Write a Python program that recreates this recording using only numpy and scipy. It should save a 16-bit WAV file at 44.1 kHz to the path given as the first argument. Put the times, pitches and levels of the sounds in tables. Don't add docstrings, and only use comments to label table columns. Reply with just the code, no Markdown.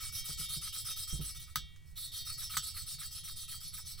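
import sys
import numpy as np
from scipy import signal
from scipy.fft import rfft, irfft, next_fast_len
from scipy.io import wavfile
from scipy.ndimage import uniform_filter1d, map_coordinates

SR = 44100
rng = np.random.default_rng(int(sys.argv[2]) if len(sys.argv) > 2 else 0)


def wav_out(sig):
    wavfile.write(sys.argv[1], SR, np.round(np.clip(np.atleast_2d(sig).T, -1, 1) * 32767).astype(np.int16))


N = 176400


def amp(db):
    return 10 ** (np.asarray(db) / 20)


def unit(x):
    return x / np.sqrt(np.mean(x ** 2) + 1e-20)


def steady(x):
    power = uniform_filter1d(np.mean(x ** 2, axis=0), size=SR // 25)
    return x / np.sqrt(np.abs(power) + 1e-12)


def along(points, hz):
    pitches, values = np.transpose(points)
    return np.interp(np.log(hz + 1), np.log(pitches + 1), values)


def wobble(rate):
    return map_coordinates(rng.standard_normal(4096), [np.arange(N) * rate / SR], mode="wrap")


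def filtered(x, response):
    size = next_fast_len(N + SR // 2)
    return irfft(rfft(x, size) * response(np.fft.rfftfreq(size, 1 / SR)), size)[..., :N]


def fade(t, ring_s):
    return np.exp(-np.log(1000) * t / ring_s)


def ring(tones, t):
    return sum(amp(db) * fade(t, ring_s) * np.sin(2 * np.pi * hz * t) for hz, db, ring_s in tones)


def add(out, start_s, sound):
    part = out[..., round(start_s * SR):][..., :sound.shape[-1]]
    part += sound[..., :part.shape[-1]]


# pitch_hz, likeness
EAR_LIKENESS = [(300, 0.19), (1200, 0.99), (4000, 0.93), (12000, 0.42)]
def coloured(pair, colour=((100, 0), (16000, 0))):
    def response(hz):
        angle = np.arccos(np.clip(along(EAR_LIKENESS, hz), -1, 1)) / 2
        return amp(along(colour, hz)) * np.array([np.cos(angle), np.sin(angle)])
    mid, side = filtered(pair, response)
    return unit(np.array([mid + side, mid - side]))


def noise(colour):
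    return coloured(rng.standard_normal((2, N)), colour)


# pitch_hz, level_db
AIR_COLOUR = [(100, -7.5), (4000, -7), (16000, -8.5)]
def air(level_db=-71):
    return amp(level_db) * noise(AIR_COLOUR)


# start_s, level_db
BENCH_THUDS = [(.292, -40), (.393, -38.5), (.563, -37), (1.128, -30), (1.192, -27.5), (1.559, -36.5),
               (2.57, -40.5)]
# pitch_hz, level_db, ring_s
BENCH_TONES = [(55, -8.5, 0.56), (96.8, -11, 0.18), (148.4, -2, .13)]
# pitch_hz, level_db
SCUFF_COLOUR = [(100, 10.5), (380, -8), (600, -19.5), (1500, -34), (4000, -62)]
RUMBLE_COLOUR = [(20, 7), (38, -7.5), (80, 4.5), (110, -2.5), (155, -3), (205, -29.5), (330, -28),
                 (480, -36), (3000, -84)]
def bench(scuff_db=-8.5, rumble_db=-52.5, attack_s=0.0053):
    out, t = np.zeros((2, N)), np.arange(SR) / SR
    scuffs = noise(SCUFF_COLOUR)
    soft_contact = np.minimum(t / attack_s, 1)
    for i, (start_s, db) in enumerate(BENCH_THUDS):
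        scuff = np.roll(scuffs, i * SR // 4, axis=1)[:, :SR] * fade(t, ring_s=0.2)
        add(out, start_s, amp(db) * soft_contact * (ring(BENCH_TONES, t) + amp(scuff_db) * scuff))
    return out + amp(rumble_db + 2 * wobble(31)) * noise(RUMBLE_COLOUR)


RING_REF_HZ = 3320
def with_fins(x, level_db, count=200, low_hz=2856.5, high_hz=16203, spread_db=3.5):
    t = np.arange(SR // 4) / SR
    hz = low_hz + (high_hz - low_hz) * (np.arange(count) + rng.random(count))[:, None] / count
    gains = amp(spread_db * rng.standard_normal(count)) * rng.choice([-1, 1], size=(2, count))
    tones = np.sin(2 * np.pi * hz * t) * fade(t, ring_s=0.17 * np.sqrt(RING_REF_HZ / hz))
    tail = coloured(gains @ tones)[:, :len(t)]
    return x + amp(level_db) * signal.fftconvolve(x, tail / np.linalg.norm(tail[0]), axes=1)[:, :N]


def casting_ring_s(hz):
    return 0.18 + 0.42 * (RING_REF_HZ / hz) ** 3.67


# pitch_hz, level_db
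CASTING_TONES = [(1916, -69.5), (2261, -71.5), (2789, -70.5), (3198, -61), (3445, -66), (3688, -59),
                 (3830, -80), (3950, -66.5), (4245, -77), (4377, -64.5), (4447, -68.5), (4592, -65),
                 (4791, -66), (5284, -58.5), (5663, -64), (5820, -63), (6169, -64.5), (7903, -61),
                 (10880, -57), (14968, -66)]
def casting(rubbing):
    tones = [(hz, db - 10 * np.log10(casting_ring_s(hz)), casting_ring_s(hz))
             for hz, db in CASTING_TONES]
    body = ring(tones, np.arange(SR) / SR) * np.sqrt(4 * np.log(1000) / SR)
    under_way = np.pad(rubbing, ((0, 0), (SR, 0)), mode="reflect")
    return signal.fftconvolve(under_way, body[None], axes=1)[:, SR:SR + N]


LOW_MODE_HZ, MAIN_MODE_HZ = 2261, 3198
# start_s, pitch_hz, level_db
SINGING_NOTES = [(0, LOW_MODE_HZ, -55), (.16, MAIN_MODE_HZ, -44.5), (.41, MAIN_MODE_HZ, -50),
                 (0.892, MAIN_MODE_HZ, -46.5), (1.089, MAIN_MODE_HZ, -43), (2.139, MAIN_MODE_HZ, -54),
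                 (3.505, MAIN_MODE_HZ, -48)]
def singing(swell_s=0.018):
    out, t = np.zeros(N), np.arange(SR) / SR
    swell = np.minimum(t / swell_s, 1)
    for start_s, hz, db in SINGING_NOTES:
        phase = 2 * np.pi * (hz * t + rng.random()) + wobble(29)[:SR] / 2
        add(out, start_s, amp(db) * swell * fade(t, casting_ring_s(hz)) * np.sin(phase))
    return out


# middle_s, level_db
GRIT_CATCHES = [(.04, -60.5), (2.421, -57.5), (2.781, -55), (3.032, -57), (3.286, -61), (3.53, -61),
                (3.782, -56.5)]
def scrapes(pitch_hz=1900, width_hz=520, half_length_s=0.012, crackle_db=4):
    out, t = np.zeros(N), np.arange(-SR // 20, SR // 20) / SR
    swell = np.exp(-.5 * (t / half_length_s) ** 2)
    for middle_s, db in GRIT_CATCHES:
        fall_per_s = 19 * (.5 + rng.random())
        phase = 2 * np.pi * np.cumsum(pitch_hz * np.exp(-fall_per_s * t)) / SR
        crackle = amp(crackle_db * wobble(width_hz)[:len(t)])
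        rough = (wobble(2 * width_hz) + 1j * wobble(2 * width_hz))[:len(t)]
        scrape = unit(crackle * np.real(rough * np.exp(1j * phase)))
        add(out, max(middle_s + t[0], 0), amp(db) * swell * scrape)
    return out


# start_s, crack_db, valve_db, casting_db, bright_db
SEAT_KNOCKS = [(1.558, -34.5, -26.5, 12, -42), (1.762, -68.5, -67, -17, -89),
               (2.5694, -38.5, -27, -9, -36.5), (2.5733, -35, -56, 9, -30.5)]
# pitch_hz, level_db, ring_s
VALVE_TONES = [(1270, -3.5, 0.074), (1466, 2, 0.0087), (1950, -6, 0.012), (3910, -9.5, 0.038)]
# pitch_hz, level_db
CRACK_COLOUR = [(700, -5), (1400, 17.5), (2500, 3), (3900, 9.5), (6000, 6.5), (7000, 0), (9500, 8.5),
                (11200, 1), (15000, 10)]
def knocks(snap_db=17.5, bright_hz=7820, casting_band_hz=(2700, 8000), lowest_hz=1070):
    snaps, rings, t = np.zeros((2, N)), np.zeros(N), np.arange(SR) / SR
    cracks = noise(CRACK_COLOUR)
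    crack_shape = fade(t, ring_s=0.099) + amp(snap_db) * fade(t, ring_s=0.0038)
    casting_band = signal.butter(2, casting_band_hz, "bandpass", fs=SR)
    for i, (start_s, crack_db, valve_db, casting_db, bright_db) in enumerate(SEAT_KNOCKS):
        crack = np.roll(cracks, i * SR // 2, axis=1)[:, :SR] * crack_shape
        body = sum(rng.choice([-1, 1]) * ring([(hz, db + rng.normal(0, 0.74), casting_ring_s(hz))], t)
                   for hz, db in CASTING_TONES)
        mellow = amp(casting_db) * signal.lfilter(*casting_band, body)
        bright = ring([(bright_hz, bright_db, 0.15)], t)
        add(snaps, start_s, amp(crack_db) * crack)
        add(rings, start_s, amp(valve_db) * ring(VALVE_TONES, t) + mellow + bright)
    bass_cut = signal.butter(3, lowest_hz, "highpass", fs=SR, output="sos")
    return signal.sosfilt(bass_cut, with_fins(snaps, level_db=-3) + rings)


# start_s, grinding_db, chatter_db
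STICK_STROKES = [(0.0, -41.0, -56.0), (0.119, -38.5, -59.0), (0.239, -40.5, -63.0), (0.371, -38.5, -59.0),
                 (0.483, -38.5, -60.0), (0.61, -40.5, -56.0), (0.722, -39.5, -61.0), (0.844, -38.5, -53.0),
                 (0.957, -39.5, -62.0), (1.07, -40.5, -60.0), (1.204, -42.5, -62.0), (1.346, -45.5, -65.0),
                 (1.391, -49.5, -70.0), (1.462, -59.0, -66.0), (1.55, -77.5, -80.0), (1.85, -68.0, -88.0),
                 (1.955, -43.0, -70.0), (2.116, -41.5, -66.0), (2.246, -42.5, -61.0), (2.373, -40.5, -61.0),
                 (2.492, -41.5, -55.0), (2.619, -40.5, -60.0), (2.735, -42.5, -58.0), (2.857, -41.5, -63.0),
                 (2.981, -43.5, -60.0), (3.106, -43.5, -67.0), (3.232, -44.5, -61.0), (3.355, -43.5, -67.0),
                 (3.476, -43.5, -65.0), (3.6, -45.5, -69.0), (3.721, -45.5, -61.0), (3.847, -44.5, -72.0),
                 (3.97, -47.5, -67.0)]
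def twirling(t, rise_share=0.18, fall_share=0.48, last_stroke_s=0.12):
    starts = np.transpose(STICK_STROKES)[0]
    lengths = np.diff(starts, append=starts[-1] + last_stroke_s)
    stroke = np.maximum(np.searchsorted(starts, t, side="right") - 1, 0)
    progress = np.clip((t - starts[stroke]) / lengths[stroke], 0, 1)
    speeding_up = np.sin(np.pi / 2 * np.minimum(progress / rise_share, 1))
    slowing_down = np.sin(np.pi / 2 * np.minimum((1 - progress) / fall_share, 1)) ** 3.47
    return stroke, progress, speeding_up * slowing_down


# pitch_hz, level_db
CHATTER_COLOUR = [(600, -38), (1050, -9.5), (1200, 4), (1280, 17.5), (1400, 4), (1600, -4.5), (2400, 1.5),
                  (4000, -23)]
def chatter(trim_db=-1.5, flutter_db=3.9):
    stroke, _, speed = twirling(np.arange(N) / SR)
    level_db = np.array(STICK_STROKES)[stroke, 2] + trim_db + flutter_db * wobble(75)
    return amp(level_db) * speed ** 0.76 * steady(noise(CHATTER_COLOUR))


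# start_hz, end_hz, width_hz, boost_db
OUT_SLIDES = [(5060, 3600, 2000, 5.5), (11140, 9700, 1800, 4.5)]
BACK_SLIDES = [(3340, 5560, 580, 6.7), (12300, 6000, 650, 5.4)]
# start_s, pitch_hz, width_hz, boost_db
GRIP_BAND = (1.5, 4340, 285, 7.3)
def grit(patchy_db=4.0, size_spread_db=0):
    grains = rng.standard_normal((2, N))
    sizes = amp(size_spread_db * np.repeat(rng.standard_normal(N), 8)[:N])
    hz, t, spectrum = signal.stft(grains * sizes, SR, nperseg=256)
    stroke, progress, _ = twirling(t)

    def bands(rows):
        return sum(db * np.exp(-.5 * ((hz[:, None] - start - (end - start) * progress) / width) ** 2)
                   for start, end, width, db in rows)
    patches = uniform_filter1d(rng.standard_normal(spectrum.shape[1:]), size=5, axis=0)
    patches = unit(uniform_filter1d(patches, size=9, axis=1))
    slides_db = np.where(stroke % 2, bands(OUT_SLIDES), bands(BACK_SLIDES))
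    grip_s, grip_hz, width_hz, boost_db = GRIP_BAND
    second_grip_db = 0.83 * slides_db + bands([(grip_hz, grip_hz, width_hz, boost_db)])
    colour_db = np.where(t < grip_s, slides_db, second_grip_db) + patchy_db * patches
    _, crunch = signal.istft(spectrum * amp(colour_db), nperseg=256)
    return steady(crunch[:, :N])


# pitch_hz, level_db
RASP_COLOUR = [(700, -89), (1500, -16), (2100, -16.5), (2750, -4), (3200, -4.5), (3900, 2), (4450, -4),
               (5800, 6.5), (6600, -2.5), (8000, -12)]
HISS_COLOUR = [(3000, -71), (6600, -15), (7650, -4.5), (8050, 5), (8900, -1.5), (9700, 4), (11800, 4),
               (12600, -2), (13700, -1.5), (15000, 11.5), (15800, -2)]
def grinding(rasp_db=-12, hiss_db=-8, ring_db=-2, uneven_db=2.2, firm_stroke_db=-36):
    stroke, _, speed = twirling(np.arange(N) / SR)
    stroke_db = np.array(STICK_STROKES)[stroke, 1]
    grains = grit() * amp(uneven_db * wobble(70))
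    rasp_level = amp(stroke_db) * speed ** 0.41
    back_db = np.where(stroke % 2, 0, 1)
    hiss_level = amp(firm_stroke_db + 0.9 * (stroke_db - firm_stroke_db) + back_db) * speed ** 0.61
    rasp = amp(rasp_db) * rasp_level * steady(coloured(grains, RASP_COLOUR))
    hiss = amp(hiss_db) * hiss_level * steady(coloured(grains, HISS_COLOUR))
    rubbing = unit(rasp_level * coloured(grains))
    return with_fins(rasp + hiss, level_db=0.5) + amp(ring_db) * casting(rubbing)


# pitch_hz, level_db
LEFT_LOUDER = [(30, -6), (1200, 0.5), (5000, -0.4), (14000, -1.5)]
# pitch_hz, phase_radians
LEFT_AHEAD = [(5500, 0.2345), (9800, -0.99), (12500, -3.5)]
def scene():
    mix = grinding() + singing() + scrapes() + chatter() + knocks() + bench() + air()
    sides = np.array([[.5], [-.5]])

    def placement(hz):
        return amp(sides * along(LEFT_LOUDER, hz)) * np.exp(1j * sides * along(LEFT_AHEAD, hz))
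    return filtered(mix, placement)


TOP_HZ = 15900
def record(dry):
    return filtered(dry, lambda hz: hz < TOP_HZ)


dry = scene()
out = record(dry)
wav_out(out)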